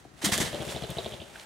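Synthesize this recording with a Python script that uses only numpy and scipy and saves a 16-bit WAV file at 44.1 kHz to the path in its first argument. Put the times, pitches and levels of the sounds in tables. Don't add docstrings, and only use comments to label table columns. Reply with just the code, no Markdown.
import sys
import numpy as np
from scipy import signal
from scipy.fft import rfft, irfft
from scipy.io import wavfile

SR = 44100
rng = np.random.default_rng(int(sys.argv[2]) if len(sys.argv) > 2 else 0)


def persist_wave(psi):
    counts = np.round(np.clip(psi, -1, 1) * 32767).astype(np.int16)
    wavfile.write(sys.argv[1], SR, np.atleast_2d(counts).T)


N = 63945
TIME = np.arange(N) / SR


def undb(db):
    return 10 ** (np.asarray(db) / 20)


def unit(x):
    return x / np.sqrt(np.mean(x ** 2) + 1e-20)


def follow(table, at):
    return np.interp(at, *np.array(table).T)


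def colour(x, points, share=1):
    hz, db = np.array(points, float).T
    f = np.fft.rfftfreq(2 * N, 1 / SR) + 1
    gain = undb(share * np.interp(np.log(f), np.log(hz), db))
    return irfft(rfft(x, 2 * N) * gain)[..., :N]


def band(x, hz, width):
    b, a = signal.iirpeak(min(hz, SR * .45), hz / width, fs=SR)
    return signal.lfilter(b, a, x)


def since(start):
    return np.maximum(TIME - start, 0)


def decay(age, t60):
    return np.exp(-np.log(1000) * age / t60)


def ring(start, hz, t60):
    age = since(start)
    return np.sin(2 * np.pi * hz * age) * decay(age, t60)


def crackle(per_s, spread_db, hiss):
    size = undb(spread_db * np.minimum(rng.exponential(size=N), 4))
    happens = rng.random(N) < per_s / SR
    clicks = happens * size * rng.choice([-1, 1], N)
    return unit(unit(clicks) + hiss * rng.standard_normal(N))


# frequency in Hz, side gain in dB.
SPREAD = [(100, -12), (300, -6.5), (700, -1), (1500, 1), (8000, -3), (15000, 5)]


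def wide(mid, side, side_db):
    return mid + undb(side_db) * colour(side, SPREAD) * np.array([[1], [-1]])


PUSH_HZ, PUSH_WIDTH_S = 148, 0.0028


def push(at):
    u = (TIME - at) * (1 + .1 * rng.standard_normal())
    return np.cos(2 * np.pi * PUSH_HZ * u) * np.exp(-.5 * (u / PUSH_WIDTH_S) ** 2)


# frequency in Hz before detuning, level in dB,
# 60 dB decay time in s before the slap's own scaling.
WING = [(208, -7.5, 0.024), (418.7, -1.5, 0.028), (595.5, 0, 0.024), (745, -1.5, 0.0087)]
SLAP_RISE_S, GROUND_S, GROUND_DB = 0.0021, 0.0055, -17


def slap(at, t60_scale):
    detune = 1 + .07 * rng.standard_normal(len(WING))

    def sound(start):
        modes = sum(undb(db) * ring(start, hz * factor, t60 * t60_scale)
                    for (hz, db, t60), factor in zip(WING, detune))
        return (1 - np.exp(-since(start) / SLAP_RISE_S)) * modes

    ground_delay = GROUND_S * (1 + 0.16 * rng.standard_normal())
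    return sound(at) + undb(GROUND_DB) * sound(at + ground_delay)


# time in s, pitch factor.
QUILL_PITCH = [(.3, .97), (1, 1.02), (1.22, .89)]
FLICK_HZ, FLICK_FALL_PER_S, FLICK_S = 4005, 56, 0.0012


def flick(at, pitch, rasp_db, rasp_s):
    age = since(at - FLICK_S)
    pitch = pitch * follow(QUILL_PITCH, at)
    start_hz = FLICK_HZ * pitch * (1 + 0.044 * rng.standard_normal())
    hz = start_hz * np.exp(-FLICK_FALL_PER_S * age)
    envelope = np.exp(-((TIME - at - .0005) / FLICK_S) ** 2)
    chirp = np.sin(2 * np.pi * np.cumsum(hz) / SR) * envelope
    grains = crackle(per_s=1400, spread_db=-0.5, hiss=0.36)
    rasp = unit(band(band(grains, 3400 * pitch, 1000), 3550 * pitch, 1600))
    return chirp + undb(rasp_db) * rasp * (1 - np.exp(-age / FLICK_S)) * np.exp(-age / rasp_s)


# time of the snap in s, then levels in dB of the air push, first slap,
# first quill flick, snap and second quill flick; the slap and snap are muffled afterwards.
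BEATS = [(0.2311, -47, -47, -58, -31, -48), (.2900, -37, -26.5, -56, -22, -29.5),
         (0.3824, -34.5, -49, -32, -18.5, -26), (0.4545, -32.5, -33, -54, -26, -35),
         (0.5456, -33, -21, -36, -21.5, -35.5), (0.618, -34, -26.5, -39, -23, -42.5),
         (.6890, -35.5, -23, -46, -29, -31.5), (.7630, -34, -30, -36.5, -21, -30),
         (.8370, -33, -30, -35, -22, -33), (0.9105, -31.5, -26.5, -37.5, -29.5, -39.5),
         (0.9851, -32, -24, -33.5, -17.5, -27), (1.061, -37.5, -51, -34, -18.5, -32),
         (1.1371, -37.5, -60, -36.5, -27, -34.5), (1.2169, -42.5, -44, -39, -30, -37.5),
         (1.296, -51, -55, -106, -60, -65)]
# frequency in Hz, gain in dB.
MUFFLE = [(680, 0), (900, -2), (1300, -5), (2500, -8)]
SLAP_LEAD_S, PUSH_LEAD_S = .015, 0.01283
REBOUND_S, REBOUND_DB = 0.01932, -4.5


def wings():
    air, slaps, quills = np.zeros((3, N))
    for at, push_db, first_db, first_flick_db, snap_db, flick_db in BEATS:
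        pushed = at - PUSH_LEAD_S
        first = at - SLAP_LEAD_S
        air += undb(push_db) * (push(pushed) - undb(REBOUND_DB) * push(pushed + REBOUND_S))
        slaps += undb(first_db) * slap(first, t60_scale=0.65)
        slaps += undb(snap_db) * slap(at, t60_scale=0.91)
        quills += undb(first_flick_db) * flick(first, pitch=.92, rasp_db=-7, rasp_s=0.012)
        quills += undb(flick_db) * flick(at, pitch=1.01, rasp_db=-9, rasp_s=0.016)
    return air + colour(slaps, MUFFLE) + quills


# time in s, level in dB.
FLUTTER = [(.3, -55), (.55, -39), (.65, -42.5), (.8, -44), (1.05, -49.5), (1.25, -57.5)]
# frequency in Hz, width in Hz, level in dB.
FEATHERS = [(230, 123, -6.5), (568, 387, -1), (3100, 870, -6)]
STROKE_S = 0.015


def flutter():
    strokes = sum(np.exp(-.5 * ((TIME - beat[0]) / STROKE_S) ** 2) for beat in BEATS)
    rush = np.zeros(N)
    for hz, width, db in FEATHERS:
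        grains = crackle(per_s=900, spread_db=2.5, hiss=0.65)
        rush += undb(db) * unit(band(band(grains, hz, width), hz, width))
    return undb(follow(FLUTTER, TIME)) * strokes * rush


# start in s, attack in s, hold in s, release in s,
# level in dB, treble tilt in dB per octave.
THRASHES = [(0.213, 0.0089, 0.012, 0.027, -37, 0), (.239, 0.013, 0.0053, 0.0072, -21.5, 2.5),
            (.255, 0.0057, 0.006, 0.028, -27.5, 0.5), (0.316, 0.0065, 0.018, .022, -24.5, 0.5),
            (0.3771, 0.0011, 0.0013, 0.018, -28.5, 2.5), (0.4, 0.0014, 0.023, 0.017, -27.5, 0.2),
            (0.447, 0.0026, 0.02, 0.032, -35.5, 0), (.644, .006, .04, 0.022, -51, 5),
            (.694, .008, .016, .025, -42.5, 2), (0.9, .004, .008, .015, -50, 4)]
# frequency in Hz, relative gain in dB.
LEAF = [(240, -21), (400, -1), (653, -1.5), (914, -0.5), (1170, -1.5), (1400, -4), (1790, 2.5),
        (2630, -6.5), (2970, -1), (5390, -5.5), (5820, -4.5), (8400, -5), (15500, -8)]


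def thrashing():
    out = np.zeros((2, N))
    for at, attack, hold, release, db, tilt_db in THRASHES:
        tilted = [(hz, level + tilt_db * np.log2(hz)) for hz, level in LEAF]
        mid, side = (unit(colour(band(crackle(per_s=5000, spread_db=3.5, hiss=0.69), 2950, 12700), tilted))
                     for _ in range(2))
        rise = np.minimum(since(at) / attack, 1)
        fall = np.exp(-since(at + attack + hold) / release)
        out += undb(db) * rise * fall * wide(mid, side, side_db=-8)
    return out


# start in s, level in dB before the soft onset,
# frequency in Hz, 60 dB decay time in s.
THUDS = [(.0505, -31, 735, 0.016), (.053, -35.5, 343, 0.023), (.058, -47.5, 131, 0.14),
         (0.239, -17.5, 303, 0.036), (.242, -31, 120, 0.072), (0.264, -20.5, 205, 0.063),
         (.3215, -16, 152.4, 0.029), (0.332, -18.5, 195, 0.018), (.378, -33.5, 234, 0.12),
         (.4025, -11.5, 170, 0.019), (0.414, -18, 393, 0.024), (0.422, -18, 236, 0.025),
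         (1.357, -26, 1555, 0.015)]


def branches():
    return sum(undb(db) * ring(at, hz, t60) * (1 - np.exp(-since(at) / 0.0022))
               for at, db, hz, t60 in THUDS)


# start in s, peak level in dB, frequency in Hz, width in Hz,
# time constant of the fade in s.
TWIGS = [(.2594, -13, 7500, 11000, .0002), (.3362, -16, 5000, 9000, .0003), (.3782, -13, 7000, 15000, .001),
         (.903, -30, 12500, 7000, .003), (1.0925, -37, 8000, 10000, .0008), (1.3584, -37, 2500, 2000, .005),
         (1.3972, -33, 3300, 3500, .002)]


def twigs():
    out = np.zeros(N)
    for at, db, hz, width, fade in TWIGS:
        age = since(at)
        burst = rng.standard_normal(N) * (age > 0) * np.exp(-age / fade)
        crack = band(band(burst, hz, width), hz, width)
        out += undb(db) * crack / np.abs(crack).max()
    return out


# time in s, level in dB.
RUSTLE = [(0, -56.5), (.03, -63.5), (.15, -65), (.18, -54.5), (.22, -54.5), (.3, -71), (.48, -59),
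          (0.532, -45), (.63, -44.5), (.71, -40.5), (.76, -45.5), (.87, -48), (.97, -46), (1.1, -48),
          (1.202, -54), (1.32, -54), (1.412, -48.5), (1.45, -54.5)]
# frequency in Hz, relative gain in dB.
RUSTLE_COLOUR = [(290, -21), (500, -15), (611, -10), (901, -7.5), (1150, -13), (1390, -10.5), (3850, -14),
                 (4910, -18), (7780, -17.5), (15500, -19)]


def rustle():
    mid, side = (unit(colour(band(crackle(per_s=1100, spread_db=3.5, hiss=0.98), 2440, 13900), RUSTLE_COLOUR))
                 for _ in range(2))
    return undb(follow(RUSTLE, TIME)) * wide(mid, side, side_db=-7)


WOOD_T60_S, WOOD_DB = 1, -7.5
NEAR_S, NEAR_DB = 0.011, -12.5
TREBLE_HZ, TREBLE_T60_S = 5000, 0.63


def echoes():
    near = np.exp(-TIME / NEAR_S) * (TIME > .004)
    far = decay(TIME, WOOD_T60_S) * (1 - np.exp(-TIME / 0.0081))
    shape = (undb(NEAR_DB) * unit(near) + undb(WOOD_DB) * unit(far)) / np.sqrt(N)
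    mid = crackle(per_s=2500, spread_db=3, hiss=0.47)
    side = crackle(per_s=2500, spread_db=5, hiss=0.44)
    scatter = shape * wide(mid, side, side_db=-2.5)
    dull = colour(scatter, [(TREBLE_HZ / 2, 0), (TREBLE_HZ, -3), (TREBLE_HZ * 2, -20)])
    extra_damping = max(1 / TREBLE_T60_S - 1 / WOOD_T60_S, 0)
    return dull + (scatter - dull) * np.exp(-np.log(1000) * TIME * extra_damping)


# frequency in Hz, gain in dB.
WOOD = [(60, -2), (200, 0), (550, 2), (1200, -7.5), (3300, -4), (8000, -10), (15000, -2)]


def woodland(x, count=12):
    place = np.linspace(0, count - 1, N)
    wet = np.zeros((2, N))
    for k in range(count):
        stretch = x * np.sqrt(np.maximum(1 - np.abs(place - k), 0))
        wet += signal.fftconvolve(stretch[None], echoes(), axes=1)[:, :N]
    return colour(wet, WOOD)


# frequency in Hz, relative gain in dB.
AIR = [(26, -39), (45, 4.5), (114, 3), (296, 1.5), (506, -7.5), (712, -9), (1890, -10.5), (2090, -17),
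       (3010, -18.5), (7090, -20.5), (14400, -52), (15500, -22)]
AIR_DB = -58.5


def quiet_air():
    mid, side = (unit(colour(rng.standard_normal(N), AIR)) for _ in range(2))
    return undb(AIR_DB) * wide(mid, side, side_db=0.5)


# frequency in Hz, lean to the left in dB before the
LEAN = [(60, 7.5), (200, 8), (380, 5.5), (700, 3.5), (1290, 0.7), (2380, -2), (4400, -4.5), (8100, -0.5),
        (15000, -.7)]


def scene():
    direct = wings() + flutter() + branches() + twigs() + thrashing() + rustle()
    left, right = direct + woodland(direct.mean(axis=0)) + quiet_air()
    return np.array([colour(left, LEAN, share=0.57), colour(right, LEAN, share=-0.35)])


# frequency in Hz, gain in dB.
MIC = [(9000, 0.5), (12000, -5.5), (15500, -11.5)]
TOP_HZ = 15800


def record(dry):
    rumble_cut = signal.butter(N=3, Wn=36, btype="high", fs=SR, output="sos")
    top_cut = signal.ellip(10, .2, 80, TOP_HZ, fs=SR, output="sos")
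    thin = signal.sosfilt(rumble_cut, colour(dry, MIC))
    return signal.sosfilt(top_cut, thin)


dry = scene()
out = record(dry)
persist_wave(out)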